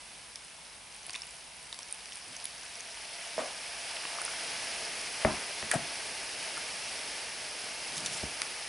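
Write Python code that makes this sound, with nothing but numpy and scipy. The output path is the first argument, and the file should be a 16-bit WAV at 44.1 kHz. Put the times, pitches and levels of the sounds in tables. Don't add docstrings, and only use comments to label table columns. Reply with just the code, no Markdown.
import sys
import numpy as np
from scipy import signal
from scipy.fft import rfft, irfft, next_fast_len
from scipy.io import wavfile
from scipy.ndimage import map_coordinates

SR = 44100
rng = np.random.default_rng(int(sys.argv[2]) if len(sys.argv) > 2 else 0)


def level_to_linear(level):
    exponent = np.asarray(level, float) / 20
    return 10 ** exponent


def put_to_file(sound):
    columns = np.atleast_2d(sound).T
    safe = np.clip(columns, -1, 1)
    whole_steps = np.round(safe * 32767)
    wavfile.write(sys.argv[1], SR, whole_steps.astype(np.int16))


N = 382788


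def unit(x):
    return x / np.sqrt(np.mean(x ** 2) + 1e-20)


def along(points, hz):
    f, v = np.transpose(points)
    return np.interp(np.log(hz + 1), np.log(f + 1), v)


def wobble(rate):
    knots = rng.standard_normal(int(N * rate / SR) + 4)
    return map_coordinates(knots, [np.arange(N) * rate / SR])


def filtered(x, response):
    m = next_fast_len(x.shape[-1] + 8192)
    spectrum = rfft(x, m) * response(np.fft.rfftfreq(m, 1 / SR))
    return irfft(spectrum, m)[..., :x.shape[-1]]


def resonances(modes):
    def response(f):
        total = 0
        for k, (centre, width, db) in enumerate(modes):
            damping = 1j * f * width
            total = total + (-1) ** k * level_to_linear(db) * damping / (centre * centre - f * f + damping)
        return total
    return response


def sides(pan_db):
    return level_to_linear(np.array([[0.5], [-0.5]]) * pan_db)


def spread(pair, spectrum, alike):
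    def mid_side(hz):
        turn = np.arccos(np.clip(along(alike, hz), -1, 1)) / 2
        return level_to_linear(along(spectrum, hz)) * [np.cos(turn), np.sin(turn)]
    mid, side = filtered(pair, mid_side)
    return unit(np.array([mid + side, mid - side]))


def placed(s, grains):
    at = (s * SR).astype(int)[:, None] + np.arange(grains.shape[1])
    return np.bincount(at.ravel(), grains.ravel(), N + SR)[:N]


def ring(s, hz, cycles, gain, rise, swell, size):
    turns = hz[:, None] * np.arange(size) / SR
    life = turns / cycles[:, None]
    envelope = np.exp(-np.log(1000) * life) * (1 - np.exp(-life / swell))
    wave = np.sin(2 * np.pi * turns * (1 + rise * life / 2))
    return placed(s, gain[:, None] * envelope * wave)


def shop():
    # f/Hz, level/dB per Hz
    air_colour = [(15, -38), (25, -17), (53, -2), (86, -12.5), (154, -9), (257, -11.5), (382, -14),
                  (860, -6.5), (965, -5), (1300, -14), (1690, -43), (2860, -120)]
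    # f/Hz, level/dB per Hz
    vapour_colour = [(760, -37), (1300, -6), (1600, -4.5), (1840, -7.5), (2190, -4), (3300, -4.5),
                     (5070, -7.5), (7390, -11.5), (8370, -6.5), (11000, -4.5), (14400, -38), (22000, -120)]
    # f/Hz, likeness/1
    room_alike = [(60, 0.96), (130, 0.99), (270, 0.52), (580, 0.54), (1220, 0.47), (2600, 0.67),
                  (5530, 0.63), (11800, 0.98)]
    air = level_to_linear(-58.5) * spread(rng.standard_normal((2, N)), air_colour, room_alike)
    hiss = spread(rng.standard_normal((2, N)), vapour_colour, room_alike)
    return air + level_to_linear(-52.5 + 0.31 * wobble(6)) * hiss


def walls():
    # f/Hz, t60/s
    decay = [(60, 0.29), (400, 0.42), (1500, 0.52), (8000, 0.24)]
    hz, t, z = signal.stft(rng.standard_normal((2, SR // 2)), SR, nperseg=256)
    tail = signal.istft(z * level_to_linear(-60 * t / along(decay, hz)[:, None]), SR, nperseg=256)[1]
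    tail = tail + 1.2 * tail.sum(0)
    return np.pad(tail / np.linalg.norm(tail[0]), ((0, 0), (220, 0)))


def rubs():
    # centre t/s, length/s, f/Hz, width/Hz, level/dB
    settle = [
        (5.219, .02, 1100, 1200, -43),
        (5.723, .01, 1700, 700, -33.5),
        (5.736, 0.014, 1400, 650, -35),
        (5.745, 0.013, 677, 120, -29),
        (5.76, 0.01, 169, 90, -30.5),
        (5.74, 0.024, 8900, 3100, -39),
    ]
    # centre t/s, length/s, f/Hz, width/Hz, level/dB
    grips = [(7.975, 0.018, 5800, 6000, -39), (8.065, 0.013, 5600, 5700, -35.5),
             (8.135, 0.022, 8000, 6000, -41), (8.175, .012, 8000, 5000, -41), (8.05, 0.14, 160, 100, -52),
             (1.15, .015, 2400, 3000, -50), (3.4, 0.022, 290, 72, -46), (3.45, .05, 670, 130, -47.5),
             (3.4, .015, 1600, 1200, -41), (2.3, .04, 210, 200, -59), (4.2, 0.11, 970, 500, -50)]
    strokes = [(*row, 4) for row in settle] + [(*row, 1) for row in grips]
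    out = np.zeros((2, N + SR))
    t = np.arange(-SR // 4, SR // 4) / SR
    for s, length, hz, width, db, pan_db in strokes:
        roughness = level_to_linear(4.5 * rng.standard_normal(len(t) // 50)).repeat(50)
        grit = rng.standard_normal(len(t)) * roughness
        stroke = np.exp(-(t / length) ** 2)
        grit = stroke * filtered(grit, resonances([(hz, width, 0)]))
        grit = grit * np.linalg.norm(stroke) / np.linalg.norm(grit)
        out[:, round(s * SR) - SR // 4:][:, :len(t)] += sides(pan_db) * level_to_linear(db) * grit
    return out[:, :N] + level_to_linear(-10.0) * signal.fftconvolve(out, walls(), axes=1)[:, :N]


def knocks():
    # t/s, level/dB, contact/ms, boards/dB, room/dB
    blows = [
        (3.3798, -16.5, 0.66, -36, -0.5),
        (3.3922, -18.5, 0.7, -30, -8),
        (5.2489, -7.5, 0.46, 0.5, -4.5),
        (5.2523, -13, 0.54, -23, -13),
        (5.269, -25.5, 1.4, 2, -9),
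        (5.6266, -27, 0.47, 1, -6),
        (5.757, -28, 0.92, -1, -8.5),
        (8.2331, -29.5, 1.24, 5.5, -10.5),
        (8.2435, -37, 3.8, -3, -15),
    ]
    # f/Hz, width/Hz, level/dB
    hollow_modes = [(630, 90, 1.6), (385, 160, -12), (1000, 210, -23), (1490, 280, -27), (2050, 600, -8)]
    # f/Hz, width/Hz, level/dB
    board_modes = [(67.4, 18, 4.5), (143, 26, 0), (220, 9.7, 8), (284.4, 15, 0.5), (394, 82, -3)]
    out = np.zeros((2, N + SR))
    t = np.arange(SR // 2) / SR
    for s, db, contact_ms, boards_db, room_db in blows:
        is_bottle = 5.2 <= s < 5.3
        if is_bottle:
            pan_db = 4
        else:
            pan_db = -3 if s < 5.2 else 2
        push = -level_to_linear(db) * np.sin(np.pi * np.minimum(t * 1000 / contact_ms, 1))
        slap = filtered(push, lambda f: (1j * f / (230 + 1j * f)) ** 3)
        hollow = 3.17 * filtered(slap, resonances(hollow_modes))
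        boards = level_to_linear(boards_db + 6) * (filtered(push, resonances(board_modes)) + 0.15 * push)
        source = 0.57 * hollow + boards + 1.14 * slap
        wet = signal.fftconvolve(source[None], walls(), axes=1)[:, :len(t)]
        wet = filtered(wet, lambda f: 1 / (1 + 1j * f / 1300))
        near = hollow + 0.43 * slap
        lag = 3 if is_bottle else 0
        near = np.array([near, np.roll(near, lag)])
        out[:, round(s * SR):][:, :len(t)] += sides(pan_db) * near + boards + level_to_linear(room_db) * wet
    return out[:, :N]


def rattled(x, echo_db, t60):
    t = np.arange(SR // 20) / SR
    echo = rng.standard_normal(len(t)) + 0.52 * rng.standard_normal((2, len(t)))
    echo = echo * level_to_linear(-60 * t / t60)
    return x + level_to_linear(echo_db) * signal.fftconvolve(x[None], echo / np.linalg.norm(echo[0]), axes=1)[:, :N]


def spray(count):
    when, pitch, size = rng.random((count, 3)).T
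    return np.transpose([0.15 + 2.95 * when, -46 + 7 * (size - 0.5), 2000 * 5 ** pitch])


def cracks(s, hz, crack_db):
    # f/Hz, width/Hz, level/dB
    tub_modes = [(910, 90, 3), (2350, 1300, -0.5), (5230, 1700, -1.5), (9700, 2500, 0)]
    t = np.arange(700) / SR
    fade = level_to_linear(-60 * t / 0.0079) * (1 - np.exp(-t / 0.00044))
    away = np.log2((np.fft.rfftfreq(len(t), 1 / SR) + 50) / hz[:, None]) / 1.3
    noise = irfft(rfft(rng.standard_normal((len(s), len(t)))) / (1 + away ** 4), len(t))
    grains = noise * level_to_linear(crack_db + 18)[:, None] * fade
    return filtered(placed(s - 0.0005, grains), resonances(tub_modes))


def pops():
    # t/s, level/dB, bubble f/Hz
    splashes = [(0.9472, -41, 9060), (0.9555, -40, 2500), (0.9641, -39, 10440), (1.0588, -44, 4410),
                (1.0663, -30, 10300), (1.083, -44, 730), (1.0891, -39, 2470), (1.0956, -41, 1540),
                (1.0965, -36, 2700), (1.0987, -40.5, 890), (1.1361, -36, 5390), (1.144, -31, 2300),
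                (1.155, -28, 2620), (1.1597, -39.5, 1000), (1.161, -35, 5560), (1.2199, -26, 5170),
                (1.2351, -34, 2740), (1.2696, -38, 9940), (1.309, -41, 7500), (1.368, -42, 5500)]
    # t/s, level/dB, bubble f/Hz
    drops = [(1.6281, -38, 10680), (1.7293, -41.5, 905), (1.7443, -35, 4620), (1.7916, -39.5, 910),
             (1.8309, -34, 5660), (1.9122, -34, 10550), (1.9258, -23, 8970), (1.9458, -37, 9750),
             (2.1223, -33.5, 3220), (2.131, -35.5, 5460), (2.1568, -32, 9090), (2.1714, -37, 9280),
             (2.351, -37, 3000), (2.4002, -34, 4530), (2.4427, -29, 9910), (2.455, -22.5, 10350),
             (2.6352, -36, 5440), (2.654, -39, 8760), (2.662, -39, 2200), (2.7552, -33, 5640),
             (2.8066, -34, 6320), (2.973, -36, 2910)]
    # t/s, level/dB, bubble f/Hz
    bursts = [(3.3857, -33.5, 5270), (3.9122, -31, 4890), (3.9673, -29, 2840), (3.9695, -31, 2840),
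              (4.0532, -25.5, 2750), (4.0535, -33.5, 975), (4.186, -30, 1200), (4.216, -31.5, 1450),
              (4.217, -25.5, 9640), (4.251, -23.5, 9140), (4.2622, -28, 5290), (4.2802, -31, 1410),
              (4.336, -34.5, 1530), (4.8523, -31, 4550), (4.8595, -26.5, 4850), (6.5712, -34, 1460),
              (6.5776, -31, 1340), (6.578, -31, 9350), (8.4185, -18.5, 4980), (8.4303, -36, 1500)]
    # t/s, level/dB, f/Hz
    jolts = [(5.627, -29, 1940), (5.7144, -24, 9900), (5.7146, -24, 7870), (5.7147, -27, 3800),
             (5.715, -20.5, 1810), (5.7422, -29.5, 9630), (7.9696, -36, 5210), (7.9796, -31, 3720),
             (7.9797, -31, 10100), (8.0048, -31.5, 5270), (8.061, -25, 5900), (8.0612, -30, 3800),
             (8.0653, -33, 3710), (8.132, -35, 9800), (8.1433, -34, 5650), (8.1724, -33, 7690),
             (8.4188, -22, 2270), (8.418, -28.5, 8800), (8.418, -30, 3600)]
    # t/s, level/dB, f/Hz
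    snaps = [(0.3578, -33, 4900), (1.0954, -31, 4520), (1.106, -36, 5740), (1.133, -38, 6500),
             (1.1509, -30, 3400), (1.159, -28.5, 3750), (1.7273, -29, 3740), (1.79, -32, 5160),
             (2.0574, -36, 5230), (2.3659, -32.5, 6160), (2.4544, -35, 3290)]
    base_db = (-46, -45.5, -47, -38, -38)
    growth = (0.37, 0.39, .3, 1.1, 0.41)
    kinds = [np.array(splashes), np.vstack([drops, spray(count=30)]), np.array(bursts),
             np.array(jolts), np.array(snaps)]
    s, db, hz = np.vstack(kinds).T
    crack_db = np.concatenate([base + grows * (rows[:, 1] + 32)
                               for rows, base, grows in zip(kinds, base_db, growth)])
    cycles = 1.51 * (5 + 0.0023 * hz)
    bubbles = ring(s - 0.0004, hz, cycles, level_to_linear(db + 9.5), 0.042, 0.11, size=900)
    film = ring(s - 0.0004, hz, np.full(len(s), 3.5), level_to_linear(db + 5), 0, 0.078, size=300)
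    near = rattled(bubbles + film, echo_db=-6, t60=0.011) + cracks(s, hz, crack_db) * sides(-0.44)
    return near + level_to_linear(-15.0) * signal.fftconvolve(near, walls(), axes=1)[:, :N]


def swarm(lo_hz, hi_hz, cycles, scatter_db, apart, count, size):
    when, pitch, life, strength = rng.random((count, 4)).T
    hz = lo_hz * (hi_hz / lo_hz) ** pitch
    gain = level_to_linear(-scatter_db * np.log(1 - 0.985 * strength)) * hz
    bubbles = unit(ring(when * N / SR, hz, cycles * (0.5 + life), gain, 0.2, 0.081, size))
    bed = unit(filtered(rng.standard_normal((2, N)), lambda f: (f > lo_hz / 4) & (f < hi_hz)))
    return np.array([np.sqrt(apart) * bubbles + np.sqrt(1 - apart) * bed[0], bed[1]])


def boil():
    # t/s, level/dB
    strength = [(0.0, -51.5), (0.89, -53.5), (1.16, -49), (1.5, -52), (2.0, -48.5), (2.64, -46),
                (3.24, -42.5), (3.53, -41), (4.45, -37.5), (4.98, -38), (6.28, -39), (6.6, -38.5),
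                (7.2, -39.5), (7.81, -39.5), (8.1, -38.5), (8.68, -40.5)]
    # f/Hz, level/dB per Hz
    fizz_colour = [(820, -37), (1400, -9.5), (1540, -6), (1800, -3.5), (2230, -0.5), (2680, -1),
                   (3820, -6.5), (5160, -1.5), (7360, -12.5), (9960, -5), (10600, -7.5), (11000, -7.5),
                   (14400, -41), (22000, -120)]
    # f/Hz, level/dB per Hz
    gurgle_colour = [(29, -44), (50, -12), (183, -10.5), (316, -6.5), (356, -7), (444, -3), (546, -4),
                     (633, 1.5), (766, -2.5), (901, 0.5), (999, -7), (1230, -3.5), (1340, -8), (1700, -4.5),
                     (2210, -37), (3740, -120)]
    # f/Hz, likeness/1
    tub_alike = [(60, 0.96), (130, 0.97), (270, 0.88), (580, 0.96), (1220, 0.89), (2600, 0.94),
                 (5530, 0.92), (11800, 0.93)]
    # f/Hz, width/Hz, level/dB
    mouth_mode = (689, 74, 0)
    t = np.arange(N) / SR
    fizz_db = np.interp(t, *np.transpose(strength))
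    over_db = fizz_db + 38
    gurgle_db = -46 + 1.18 * over_db
    bright_db = 0.05 - 0.063 * over_db
    fog_db = np.clip(6.5 * (t - 4.1), 0, 16)
    mouth_db = -51 + 1.35 * over_db - fog_db
    surge = 0.35 * wobble(9) + 0.3 * wobble(35)
    apart = np.interp(fizz_db, [-46, -40], [0.55, 0.22])

    fizz = spread(swarm(900, 12000, 9, 2.2, apart, count=30000, size=128), fizz_colour, tub_alike)
    top = filtered(fizz, lambda hz: np.log2((hz + 500) / 4500))
    fizz = fizz + (level_to_linear(bright_db) - 1) * top

    gurgle = spread(swarm(150, 1800, 8, 2.2, 0.7 * apart, count=5000, size=640), gurgle_colour, tub_alike)
    deep = filtered(gurgle, lambda hz: 1 / (1 + (hz / 520) ** 6))
    shallow_db = np.interp(t, [3.7, 4.9], [-5, 0])
    gurgle = gurgle + (level_to_linear(shallow_db) - 1) * deep

    note = resonances([mouth_mode])
    mouth = unit(filtered(gurgle, lambda hz: note(hz) ** 2))
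    bubbling = level_to_linear(fizz_db - 0.63 + surge) * fizz + level_to_linear(gurgle_db - 1.0 + surge) * gurgle
    return bubbling + level_to_linear(mouth_db - 9) * mouth


def scene():
    return shop() + rubs() + knocks() + pops() + boil()


def roll_off(x):
    return signal.sosfilt(signal.butter(12, 12350, fs=SR, output="sos"), x)


def record(dry):
    # f/Hz, left minus right/dB
    lean = [(60, -0.5), (220, 0.0), (840, 0.5), (3140, 0.0), (11800, -1.0)]

    def microphone(hz):
        low_cut = 1j * hz / (37 + 1j * hz)
        top_cut = level_to_linear(-np.clip((hz - 11000) / 2, 0, 62))
        return sides(along(lean, hz)) * low_cut * top_cut
    return roll_off(filtered(dry, microphone))


dry = scene()
out = record(dry)
put_to_file(out)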